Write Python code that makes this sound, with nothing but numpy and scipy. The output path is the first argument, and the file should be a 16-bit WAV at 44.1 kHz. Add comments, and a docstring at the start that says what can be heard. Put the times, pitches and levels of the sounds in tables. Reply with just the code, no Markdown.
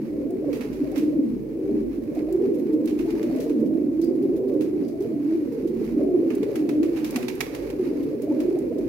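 """Pigeons courting on a roof

A stereo pair on a walled concrete roof. Close by, a few birds coo from swollen crops, now clear, now
throbbing; further off the flock murmurs. Wings clap and swish as birds hop and one flies off; claws
tick, leg rings clink, feathers flick and rustle. Low walls give a short echo; the town rumbles far away."""
import sys
import numpy as np
from scipy import signal
from scipy.fft import rfft, irfft
from scipy.io import wavfile
from scipy.ndimage import uniform_filter1d

SR = 44100
rng = np.random.default_rng(int(sys.argv[2]) if len(sys.argv) > 2 else 0)


def persist_wave(psi):
    """Save psi, clipped to +-1, as 16-bit WAV."""
    counts = np.round(np.clip(psi, -1, 1) * 32767).astype(np.int16)
    wavfile.write(sys.argv[1], SR, np.atleast_2d(counts).T)


N = 391608
TIME = np.arange(N) / SR

# Levels are relative within each table. A positive pan is to the left; half of it separates the channels.
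# the distant town's spectrum: (frequency [Hz], level [dB])
TOWN_SPECTRUM = [(25, -17.5), (50, -14.5), (70, -11), (100, -2), (148, 5.5), (180, -4), (400, -4),
                 (800, -26), (1400, -37), (2300, -35), (3200, -44), (8000, -44.5), (15000, -40)]
# its deep rumble coming and going: (time [s], level [dB])
TOWN_RUMBLE = [(0, -56.5), (1.2, -50), (2.3, -47), (2.6, -59), (3.2, -48.5), (4.3, -57.5), (5.3, -58),
               (5.8, -50.5), (6.4, -56), (7.7, -49), (8.2, -60), (8.88, -50)]
# bouts of ruffled feathers and shuffling feet: (start [s], length [s], level [dB])
RUSTLE_BOUTS = [(0.0, 0.1, -70), (0.443, 0.43, -60), (0.8, 0.25, -59.5), (1.22, 0.17, -65),
                (1.916, 0.72, -70), (2.832, 0.79, -59), (3.54, 0.18, -94), (5.178, 0.91, -64),
                (6.055, 0.8, -61.5), (6.836, 0.83, -52), (7.535, 0.66, -57.5), (8.208, 0.68, -65.5)]
# spectrum of that rustle: (frequency [Hz], level [dB])
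RUSTLE_SPECTRUM = [(300, -14), (800, 8), (1400, -1), (2300, 0.5), (3300, -11), (4400, -6.5), (6300, -11),
                   (8500, -19), (12000, -9.5), (15500, -20.5)]
# a foot or feather tip brushing the floor: (time [s], level [dB], pan [dB])
FLOOR_BRUSHES = [(1.29, -66, 0), (2.025, -63, 8), (2.539, -53, 2), (2.584, -56, 7), (2.724, -53.5, 0),
                 (3.055, -56, -2), (3.31, -62, -1), (3.595, -57, 6), (3.655, -54.5, -7), (3.736, -65, 3),
                 (4.146, -60.5, 3.5), (4.22, -54.5, -5), (4.36, -53, -2), (4.48, -56, -8),
                 (4.529, -58.5, 1), (5.52, -55, 2), (5.67, -51.5, -10), (5.844, -55, -7), (6.031, -62, 7),
                 (8.025, -53, -14), (8.224, -52, 1), (8.59, -65, 4)]
# claws and beaks on concrete: (time [s], level [dB], pan [dB])
CLAW_TICKS = [(0.3062, -41, 5), (0.9165, -38, -12), (2.15, -39, 6), (2.326, -32.5, 4), (2.857, -30.5, -8),
              (3.361, -36, -11), (4.0435, -36, 8), (5.023, -40, -15), (6.351, -32.5, 13), (7.1077, -26, -7),
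              (7.226, -37, -9), (7.353, -33, -1.5), (8.22, -33.5, 2), (8.588, -35, 5)]
# a leg ring jolted by a step: (time [s], level [dB])
RING_CLINKS = [(4.025, -51), (4.835, -60), (4.884, -61.5)]
# the ring's modes: (frequency [Hz], level [dB])
RING_MODES = [(4610, -7), (4890, -2), (5370, -14)]
# wing beats, and a few thin, bright feather flicks with hardly any smack:
# (time [s], level [dB], midrange smack [dB], swish against clap [dB], pan [dB])
BEATS_AND_FLICKS = [(0.5294, -32.5, -2.5, -5, -1), (0.545, -45, 2, 3.5, 3), (0.6085, -32, 3.5, -9, -4),
                    (0.73, -39.5, -3, -5, -3), (0.958, -32.5, 1.5, -1, -3), (0.979, -28, -15, -9, 3),
                    (2.8748, -32.5, -2.5, -4.5, -5), (2.99, -35, 0.5, -4, -1),
                    (3.1053, -34, -0.5, -15.5, -5), (3.229, -32, -0.5, -13, 3), (3.4021, -32.5, -20, -4, 9),
                    (3.496, -37, -1, -10, 0), (4.0154, -36.5, -22, -9.5, 22),
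                    (4.6085, -34.5, -1, -4.5, 6.5), (4.8817, -41.5, -19, -8, 17.5),
                    (5.006, -41.5, -24, -5, 7), (6.3036, -36.5, 7, -8, 3),
                    (6.4303, -32.5, 1.5, -19.5, -7.5), (6.5564, -27.5, 0, -10, 1),
                    (6.691, -29, 1, -11.5, -2), (6.8306, -30.5, 0, -8, -3), (6.9593, -45, 3.5, 8.5, -1.5),
                    (7.0454, -24.5, -3, -7.5, 1), (7.16, -17.5, -2, -16.5, 3.5), (7.228, -31, 2, -15, -6),
                    (7.283, -22.5, -3.5, -13, -15), (7.4062, -14, -2.5, -18, -3),
                    (7.5489, -26.5, -2, -13, -2), (7.702, -32.5, 1, -23, 4), (8.4033, -31, -2, -11.5, 0),
                    (8.784, -43, -18, -15, 28)]
# spectrum of a wing's smack: (frequency [Hz], level [dB])
SMACK_SPECTRUM = [(50, -34), (150, 7), (500, -10), (700, 8), (1000, 3), (1600, 1.5), (2250, 3.5), (2700, 3),
                  (3400, -14.5), (6000, -41)]
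# wing tips meeting hard: (time [s], level [dB], pan [dB])
WING_CRACKS = [(0.531, -33, -3), (0.61, -30, -4), (7.161, -18, 2), (7.172, -24, 2), (7.2995, -20, -2),
               (7.4068, -14.5, 2), (7.411, -7, -3)]
# the quills' modes: (frequency [Hz], level [dB], t60 before feather damping [s])
QUILL_MODES = [(1600, -22, 0.12), (1980, -1, 0.023), (2280, 1.5, 0.047), (2525, -3.5, 0.026),
               (2972, -17, 0.036), (4043, -19, 0.11)]
# the flock's murmur, further back: (time [s], level [dB])
FLOCK_MURMUR = [(0.0, -25.5), (0.89, -26.5), (1.19, -24.5), (1.43, -27.5), (1.73, -21.5), (2.03, -29.5),
                (2.42, -21.5), (3.04, -20.5), (4.7, -22), (4.99, -23.5), (5.39, -26.5), (5.44, -23.5),
                (6.18, -20), (6.48, -24.5), (6.6, -21.5), (7.54, -28.5), (7.86, -22.5), (8.88, -21)]
# the flock's high, strained voices: (time [s], level [dB])
FLOCK_STRAIN = [(0.0, -42), (0.52, -41.5), (0.62, -47), (0.99, -39.5), (2.0, -39), (2.82, -38),
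                (2.89, -41.5), (3.56, -34.5), (4.2, -45.5), (4.57, -37), (4.62, -42), (5.89, -43.5),
                (6.03, -29.5), (6.13, -39), (6.95, -37.5), (7.32, -42), (7.81, -38), (8.88, -37.5)]
# close throat pulses, loud gulps to thin squeaks: (time [s], pitch [Hz], level [dB], glide [octaves])
NEAR_GULPS = [(0.235, 525, -33.5, 0.19), (0.257, 297, -21.5, 0.037), (0.449, 558, -41, -0.19),
              (0.489, 392, -23.5, -0.22), (0.819, 284.8, -18.5, -0.12), (0.86, 632, -36, -0.19),
              (0.93, 739, -42, -0.059), (0.981, 287, -16.5, -.15), (1.037, 308.6, -15, 0.0076),
              (1.087, 303, -20, -0.36), (1.138, 286.4, -21.5, 0.11), (1.163, 315.5, -19, -0.51),
              (1.196, 270, -16.5, -0.1), (1.925, 259, -29, -.15), (1.987, 289, -20.5, -0.2),
              (2.092, 309, -21.5, -0.22), (2.17, 704, -39, 0.033), (2.182, 299, -23, -0.27),
              (2.284, 630, -36, .35), (2.44, 391, -18.5, -0.26), (2.467, 335, -21, -0.11),
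              (2.741, 301, -19.5, -.15), (3.005, 312.4, -17.5, -0.058), (3.062, 685, -39, .4),
              (3.085, 817, -47.5, -0.022), (3.175, 952, -44, 0.099), (3.305, 697, -41, 0.28),
              (3.516, 294.4, -20.5, -0.44), (3.638, 476, -25, -0.38), (3.652, 323, -18.5, -0.18),
              (3.89, 270, -21.5, 0.28), (3.994, 324, -20, -0.089), (4.263, 530, -35, -0.077),
              (4.339, 316.5, -21, -0.23), (4.558, 360, -20, -0.12), (5.011, 377.5, -21.5, 0.36),
              (5.06, 455, -28.5, -.15), (5.32, 609, -39, -.1), (5.652, 340, -21, -0.11),
              (5.822, 306, -22, -.15), (5.979, 307.5, -15.5, -0.21), (6.015, 547, -24, -0.21),
              (6.032, 278, -18, -0.19), (6.192, 338.3, -19, -0.33), (7.036, 309, -22.5, -.15),
              (7.165, 255, -22.5, -.15), (7.182, 686, -36, -.15), (7.803, 381.4, -17, -0.16),
              (7.885, 292, -23, .15), (8.141, 305, -22.5, -0.19), (8.236, 552, -34, 0.19),
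              (8.283, 699, -39, -0.086), (8.306, 314.3, -17.5, -0.22), (8.322, 902, -40.5, 0.27),
              (8.326, 568, -30.5, 0.24), (8.538, 345, -20, -.15), (8.565, 641, -38.5, 0.33),
              (8.575, 778, -41, 0.31), (8.716, 481, -27.5, .3), (8.725, 615, -35.5, 0.34),
              (8.772, 519, -31.5, 0.16), (8.797, 372, -24, 0.18)]
# close coos: (start [s], swell [s], sink [s], start pitch [Hz], crest pitch [Hz], end pitch [Hz],
# crest level [dB], throb [0-1])
NEAR_COOS = [ (0.0, 0.038, 0.029, 237.7, 216, 236.5, -29.5, 0.4),
             (0.07, 0.12, .07, 494.4, 514, 553, -39.5, .7),
             (0.13, 0.066, 0.055, 294.4, 294.8, 298, -27.5, 0.4),
             (0.27, 0.036, 0.055, 660, 683, 647, -44.5, .15),
             (0.279, 0.052, 0.081, 320.7, 374.7, 437, -28, 0.5),
             (0.42, 0.055, 0.08, 319.5, 285.5, 298, -26.5, .2),
             (0.44, 0.05, 0.08, 531.3, 491, 438, -29.5, 0.8),
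             (0.589, 0.058, 0.11, 275, 273, 266, -29.5, 0.8),
             (0.77, 0.46, 0.1821, 293, 304.8, 225.6, -28, 0.56),
             (0.87, 0.088, .08, 527.4, 540, 543, -43, .3),
             (1.15, 0.054, 0.066, 300, 287.2, 281, -26.5, 0.55),
             (1.219, 0.056, 0.099, 245.6, 222.4, 207.6, -30, 0.3),
             (1.56, 0.19, 0.17, 319, 298.8, 294.4, -25.5, 0.31),
             (1.65, 0.1, 0.095, 388.8, 400, 388.6, -27, 0.14),
             (1.72, 0.059, 0.1, 240, 225.7, 241, -31, 0.08),
             (2.18, 0.17, 0.089, 295.2, 337.7, 349, -24.5, 0.48),
             (2.29, .14, 0.1, 360, 403.6, 384.6, -25.5, 0.8),
             (2.45, 0.036, 0.2, 349, 314, 288.6, -24.5, 0.7),
             (2.52, 0.095, 0.14, 216.6, 204, 211, -36.5, 0.07), (2.511, .07, 0.04, 470, 491, 458, -35, .5),
             (2.65, 0.048, .13, 389.3, 407.4, 513.5, -29, 0.4),
             (2.71, 0.078, .18, 315.2, 311.3, 299.7, -25, 0.38),
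             (2.99, 0.16, 0.294, 315.3, 332.4, 287.8, -26.5, 0.57),
             (3.36, 0.076, 0.035, 614, 637, 655, -41.5, .5),
             (3.48, 0.27, 0.21, 303.7, 325, 285.4, -24, 0.5),
             (3.51, 0.08, 0.13, 268.5, 226.4, 208.7, -26, 0.4),
             (3.57, .11, .06, 585, 524.6, 520, -38.5, .7),
             (3.95, 0.15, 0.11, 330.1, 351.3, 330.7, -21.5, 0.5),
             (4.029, 0.084, 0.06, 516.4, 519, 515, -37, 0.3),
             (4.18, 0.027, 0.15, 317, 303.3, 286, -24, 0.65),
             (4.18, 0.064, 0.11, 370, 367.8, 371, -24, .75),
             (4.331, 0.08, 0.12, 519.4, 503, 455, -33.5, 0.6),
             (4.41, 0.19, 0.051, 393.2, 321, 295, -22.5, 0.63),
             (4.52, 0.034, .06, 572, 528, 519, -30.5, 0.1),
             (4.62, 0.069, .17, 381.5, 370.3, 384, -25.5, 0.5),
             (4.669, 0.086, 0.17, 328.2, 293.8, 279.4, -26, 0.3),
             (5.08, 0.053, 0.048, 618, 660, 669, -45, 0.1),
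             (5.1, 0.14, .05, 324.6, 290.8, 293.4, -24, 0.47),
             (5.27, 0.082, 0.069, 298.7, 335, 298.6, -20, 0.32),
             (5.481, 0.057, 0.1, 458.6, 439.4, 405, -32.5, 0.6),
             (5.6, 0.19, 0.087, 277, 298, 297.6, -34.5, 1),
             (5.63, 0.13, 0.084, 350.6, 367.3, 361.7, -28, 0.6),
             (5.93, 0.14, 0.052, 265, 277, 299, -28, 0.37), (5.9, .07, 0.074, 240.5, 245.3, 236, -30, .4),
             (5.96, 0.067, 0.11, 388.6, 375.3, 364, -27, 0.2),
             (6.121, 0.08, 0.057, 360, 351, 385, -28.5, 0.51),
             (6.13, 0.022, 0.3, 308.2, 317.8, 297.7, -21.5, 0.8),
             (6.209, 0.033, 0.031, 512, 527, 550, -37, .3), (6.3, 0.059, 0.23, 367.6, 390.8, 405, -27, 0.7),
             (6.55, 0.062, 0.067, 333.4, 303, 296.7, -21, 0.5),
             (6.63, 0.047, .17, 716, 685, 588, -47.5, .3),
             (6.72, 0.065, 0.051, 289.4, 310.7, 338.4, -19.5, 0.3),
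             (6.829, 0.056, 0.173, 331.2, 343.8, 308.6, -26, 0.5),
             (7.12, 0.14, 0.091, 389.7, 362.5, 388.7, -33.5, 0),
             (7.139, 0.069, 0.087, 252, 247.7, 245.5, -32, 0.4),
             (7.6, 0.063, 0.044, 346.7, 383, 383, -30, .4), (7.651, 0.048, .08, 440, 476, 473, -36.5, 0.7),
             (7.82, .17, .08, 347.6, 296.6, 283, -26.5, 0), (7.87, 0.036, 0.037, 337.7, 388, 432, -27, .4),
             (7.9, 0.05, 0.058, 585, 633, 627, -49, 0), (8.02, 0.051, 0.044, 508, 469.5, 449, -35.5, .3),
             (8.27, 0.21, 0.18, 297.3, 355, 373.7, -25, 0.6),
             (8.778, 0.062, 0.094, 304, 258.6, 283, -30, 0.75), ]
# balance of the microphone pair: (frequency [Hz], left minus right [dB])
MIC_BALANCE = [(60, -3), (150, -4), (300, -2), (700, 0), (1300, -3), (2400, -10), (4400, -3), (8000, 4),
               (15000, 5)]


def undb(db):
    """Decibels to gain."""
    return 10 ** (np.asarray(db) / 20)


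def unit(x):
    """Scale to rms 1."""
    return x / np.sqrt(np.mean(x ** 2) + 1e-18)


def curve(table):
    """Join (time, level) points by straight lines."""
    return np.interp(TIME, *np.transpose(table))


def walk(rate_hz, size, hold=8):
    """Smooth random drift of rms 1, each value held for a few samples."""
    knots = rng.standard_normal(int(size / SR * rate_hz) + 4)
    width = max(int(SR / rate_hz / hold), 1)
    path = np.interp(np.arange(size // hold + 1) * hold * rate_hz / SR, np.arange(len(knots)), knots)
    return np.repeat(unit(uniform_filter1d(path, width)), hold)[:size]


def band(x, lo_hz, hi_hz, order=2):
    """Causal band-pass."""
    edges = [lo_hz, min(hi_hz, SR / 2 - 1000)]
    return signal.sosfilt(signal.butter(order, edges, "band", fs=SR, output="sos"), x)


def colour(x, points):
    """Equalise by (frequency [Hz], level [dB]) points."""
    hz, db = np.transpose(points)
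    f = np.maximum(np.fft.rfftfreq(N, 1 / SR), 1)
    return irfft(rfft(x) * undb(np.interp(np.log(f), np.log(hz), db)), N)


def pan(x, db):
    """Place a sound by its left minus right level."""
    return x * undb(np.array([[db], [-db]]) / 2)


def add(out, s, x):
    """Mix x into out from time s on."""
    i = int(s * SR)
    a, b = max(i, 0), min(i + x.shape[-1], N)
    if b > a:
        out[..., a:b] += x[..., a - i:b - i]


def town(level_db=-43.5, drift_db=.15, wide_hz=900):
    """The town from afar: a rumble and a wash, alike at both microphones in the bass, diffuse above."""
    mid, side, deep = rng.standard_normal((3, N))
    side = colour(side, [(50, -6), (150, -10), (wide_hz, 0)])
    wash = unit(colour(np.array([mid + side, mid - side]), TOWN_SPECTRUM))
    rumble = unit(band(deep, 47.8, 55.6)) * undb(curve(TOWN_RUMBLE))
    return wash * undb(level_db - drift_db * walk(1, N)) + rumble


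def roof_echo(x, first_s=.011, t60=.43):
    """Floor and walls scatter sound to each microphone; the pattern shifts as the birds walk about."""
    t = np.arange(SR // 3) / SR
    hop = SR // 5
    fade = undb(-60 * t / t60) * (t > first_s)
    blend = np.sin(np.linspace(0, np.pi, 2 * hop))
    source = np.pad(x.mean(axis=0), (hop, 2 * hop))
    echo = np.zeros((2, N))
    for i in range(0, N + hop, hop):
        tail = fade * rng.standard_normal((2, len(t)))
        tail *= rng.random((2, len(t))) < .05 + t  # reflections thicken with time
        tail /= np.sqrt(np.sum(tail ** 2, axis=1, keepdims=True))
        piece = source[i:i + 2 * hop] * blend
        add(echo, (i - hop) / SR, signal.fftconvolve(piece[None], tail, axes=1))
    return echo


def rustle(gain_db=-2, fidget_db=-65, grain_db=2, flicker_db=2.03):
    """Feathers brush and feet scuff: dense grains of uneven size, in bouts that swell and fade."""
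    motion = np.full(N, undb(fidget_db))  # feathers are never quite still
    for s, length_s, db in RUSTLE_BOUTS:
        add(motion, s, undb(db + gain_db) * np.sin(np.linspace(0, np.pi, int(length_s * SR))))
    sizes = undb(grain_db * np.minimum(rng.exponential(size=N // 64 + 1), 5))
    grains = rng.standard_normal((2, N)) * np.repeat(sizes, 64)[:N] * undb(flicker_db * walk(22, N))
    sound = colour(grains, RUSTLE_SPECTRUM)
    treble_rms = np.std(band(sound, 3000, 15000))
    return sound / treble_rms * motion


def floor_brushes(rise_s=.009, gain_db=1):
    """A light stroke over the concrete: a short hiss that eases in and dies away."""
    t = np.arange(SR // 8) / SR
    stroke = t / rise_s * np.exp(1 - t / rise_s)
    out = np.zeros((2, N))
    for s, db, pan_db in FLOOR_BRUSHES:
        add(out, s, pan(rng.standard_normal((2, len(t))) * stroke * undb(db + gain_db), pan_db / 2))
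    return colour(out, [(500, -20.5), (2000, -2), (5000, 0), (8500, -5.5), (12000, 3), (15000, -2.5)])


def claw_ticks(t60=.038, gain_db=-7):
    """Hard little contacts with the floor, bright and gone at once."""
    t = np.arange(SR // 20) / SR
    out = np.zeros((2, N))
    for s, db, pan_db in CLAW_TICKS:
        tick = rng.standard_normal((2, len(t))) * undb(db + gain_db - 60 * t / t60)
        add(out, s, pan(tick, pan_db / 2))
    return band(out, 5500, 22000, order=1)


def ring_clinks(t60=.28, half_width_hz=35):
    """Left of centre a ring rattles on a bird's leg; its many tiny contacts blur the modes."""
    t = np.arange(SR // 4) / SR
    out = np.zeros((2, N))
    for s, db in RING_CLINKS:
        contacts = rng.standard_normal((2, len(t)))
        ring = sum(undb(mode_db) * band(contacts, hz - half_width_hz, hz + half_width_hz, order=1)
                   for hz, mode_db in RING_MODES)
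        add(out, s, unit(ring) * undb(db - 60 * t / t60))
    return pan(out, 3.8)


def feather_crackle(size, depth_db=1.5, rate_hz=420):
    """Noise broken into little bursts, as one stiff feather after another flicks past."""
    return unit(rng.standard_normal((2, size)) * undb(depth_db * np.clip(walk(rate_hz, size), -2, 2)))


def beats_and_flicks(clap_t60=.05, swish_t60=.28, rise_s=.001, swish_rise_s=.0065, gain_db=-6, smack_db=6):
    """A wing beat slaps stiff feathers, thumps the air and swishes; a feather flick is thin and bright."""
    t = np.arange(SR // 3) / SR
    hiss, smack = np.zeros((2, 2, N))
    for s, db, mids_db, swish_db, pan_db in BEATS_AND_FLICKS:
        clap = (1 - np.exp(-t / rise_s)) * undb(-60 * t / clap_t60) * rng.standard_normal((2, len(t)))
        swish = (1 - np.exp(-t / swish_rise_s)) * undb(swish_db - 60 * t / swish_t60)
        burst = pan((clap + swish * feather_crackle(len(t))) * undb(db + gain_db), pan_db / 2)
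        add(hiss, s - rise_s, burst)
        add(smack, s - rise_s, burst * undb(mids_db + smack_db))
    thump = band(hiss.mean(axis=0), 200, 300) * undb(15)
    treble = band(hiss, 2900, 18000)
    treble = colour(treble, [(3000, 3.5), (6000, 1.5), (8500, -5.5), (12000, -1), (15000, -5.5)])
    return treble + colour(smack, SMACK_SPECTRUM) + thump


def quill_cracks(gain_db=-7.5, damping_t60=.05, detune=.025):
    """Stiff quills strike each other and ring, dry and woody, damped by the feathers around them."""
    t = np.arange(SR // 12) / SR
    out = np.zeros((2, N))
    for s, db, pan_db in WING_CRACKS:
        ring = np.zeros((2, len(t)))
        for hz, mode_db, t60 in QUILL_MODES:
            cycles = hz * (1 + detune * rng.standard_normal()) * t + rng.random((2, 1))
            ring += undb(mode_db - 60 * t / t60) * np.sin(2 * np.pi * cycles)
        crack = ring / np.abs(ring).max() * undb(db + gain_db - 60 * t / damping_t60)
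        add(out, s, pan(crack, pan_db / 2))
    return out


def syrinx(hz, throb, throb_hz, growl_hz=66.2, octave_db=-33, uneven=.35, sharpness=2.68):
    """A pigeon's voice: the swollen crop favours the fundamental; a flutter chops it into pulses."""
    size = len(hz)
    depth = np.clip(throb, 0, 1) ** 1.35
    pulse_count = rng.random() + np.cumsum(throb_hz * np.exp(uneven * walk(25, size))) / SR
    flutter = 2 * np.pi * pulse_count
    # each pulse has its own size and pitch
    scatter = rng.standard_normal((int(pulse_count[-1]) + 2, 2)).clip(-2, 2)
    louder, higher = (np.interp(pulse_count, np.arange(len(c)), c) for c in scatter.T)
    # the throat shudders faster inside the throb
    shudder = 2 * np.pi * np.cumsum(growl_hz * np.exp(uneven * walk(12, size))) / SR
    growl = 1 + .38 * np.sqrt(depth) * np.sin(shudder)
    opening = np.exp(sharpness * depth * (np.cos(flutter + .42 * np.cos(flutter)) - 1) / 2)
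    gate = unit(growl * opening * undb(1.44 * depth * louder))
    # the harder the throb, the less steady the pitch
    waver = (.018 + .04 * depth) * walk(90, size)
    pitch = hz * np.exp2(.11 * depth * higher) * (1 - .029 * depth * np.sin(flutter) + waver)
    phase = 2 * np.pi * np.cumsum(pitch) / SR
    return gate * (np.sin(phase) + undb(octave_db) * np.sin(2 * phase))


def flock(levels, count, middle_hz, spread, arch, throb, throb_hz, edge_db, pan_spread_db=2):
    """Birds further off repeat coos that rise and fall; the deepest and highest voices are weakest."""
    out = np.zeros((2, N))
    for register in np.linspace(-1, 1, count):
        phrase = rng.random() + np.cumsum(rng.uniform(1.6, 2.6) * np.exp(.3 * walk(2, N))) / SR
        effort = np.sin(np.pi * phrase) ** 2
        hz = middle_hz * np.exp(spread * register + arch * (effort - .6) + .035 * walk(9, N))
        voice = syrinx(hz, throb, throb_hz * rng.uniform(.7, 1.4)) * np.sqrt(effort)
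        out += pan(voice * undb(edge_db * register ** 2), pan_spread_db * rng.standard_normal())
    # evened out, so that as one bird falls silent another takes over
    running_rms = np.sqrt(uniform_filter1d(np.mean(out ** 2, axis=0), SR // 5) + 1e-9)
    return out / running_rms * undb(curve(levels))


def rasp(voices, low_db=-31, high_db=-44):
    """A little hoarseness above the voices, pulsing with them."""
    air = np.abs(voices) * rng.standard_normal((2, N))
    low = undb(low_db) * unit(band(air, 450, 650, order=3))
    high = undb(high_db) * unit(band(air, 850, 1150, order=3))
    return np.std(voices) * (low + high)


def near_gulps(length_s=.034, gain_db=-1.5, squeak_hz=724, waver=.041, rough_db=3, octave_db=-31.5):
    """Single throat pulses, close and centred: brief gliding tones, the higher the rougher."""
    t = np.arange(-length_s / 2, length_s / 2, 1 / SR)
    window = np.cos(np.pi * t / length_s) ** 2
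    out = np.zeros(N)
    for s, hz, db, glide in NEAR_GULPS:
        strain = hz / squeak_hz
        pitch = hz * 2 ** (glide * t / length_s) * (1 + waver * strain * walk(150, len(t)))
        phase = 2 * np.pi * (rng.random() + np.cumsum(pitch) / SR)
        tone = np.sin(phase) + undb(octave_db) * np.sin(2 * phase)
        roughness = undb(rough_db * strain ** 2 * walk(170, len(t)))
        add(out, s + t[0], undb(db + gain_db) * window * unit(tone * roughness))
    return pan(out, 0)


def near_coos(gain_db=-1, swell_db=5.5, fade_s=.03, throb_hz=29, pan_spread_db=3):
    """Close to the microphones, each coo is one push of effort: it swells and sinks, bending the pitch."""
    out = np.zeros((2, N))
    for start, swell_s, sink_s, start_hz, crest_hz, end_hz, db, throb in NEAR_COOS:
        t = np.arange(-swell_s - fade_s, sink_s + fade_s, 1 / SR)  # zero at the crest
        effort = np.cos(np.pi / 2 * np.clip(t / np.where(t < 0, swell_s, sink_s), -1, 1)) ** 2
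        rest_hz = np.where(t < 0, start_hz, end_hz)
        hz = rest_hz + (crest_hz - rest_hz) * effort
        fade = np.sin(np.pi / 2 * np.clip(np.minimum(t - t[0], t[-1] - t) / fade_s, 0, 1)) ** 2
        gain = fade * undb(db + gain_db - swell_db * (1 - effort))
        voice = unit(syrinx(hz, throb, throb_hz * rng.uniform(.743, 1.25))) * gain
        add(out, start - fade_s, pan(voice, pan_spread_db * rng.standard_normal()))
    return out


def scene():
    """The roof from the microphone position: near birds in front, then flock, walls and town."""
    near = near_coos() + near_gulps()
    murmur = undb(-6) * flock(FLOCK_MURMUR, count=6, middle_hz=305.9, spread=.25, arch=.1,
                              throb=.7, throb_hz=26.08, edge_db=-3)
    strained = undb(-3.5) * flock(FLOCK_STRAIN, count=3, middle_hz=464.4, spread=.15, arch=.14,
                                  throb=.8, throb_hz=30.04, edge_db=-5)
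    movement = beats_and_flicks() + quill_cracks() + claw_ticks() + floor_brushes() + ring_clinks()
    # the strained voices face away from the microphones, so they arrive mostly off the walls
    echoes = roof_echo(undb(-7.5) * (near + murmur) + undb(3.5) * strained + undb(-10) * movement)
    voices = near + murmur + strained
    return voices + rasp(voices) + movement + echoes + rustle() + town()


def record(dry):
    """The two microphones differ in colour, and the top is cut steeply at 15.8 kHz."""
    hz, db = np.transpose(MIC_BALANCE)
    left = colour(dry[0], np.column_stack([hz, db / 2]))
    right = colour(dry[1], np.column_stack([hz, -db / 2]))
    top_cut = signal.ellip(8, .2, 70, 15800, fs=SR, output="sos")
    return signal.sosfilt(top_cut, np.array([left, right]))


dry = scene()
out = record(dry)
persist_wave(out)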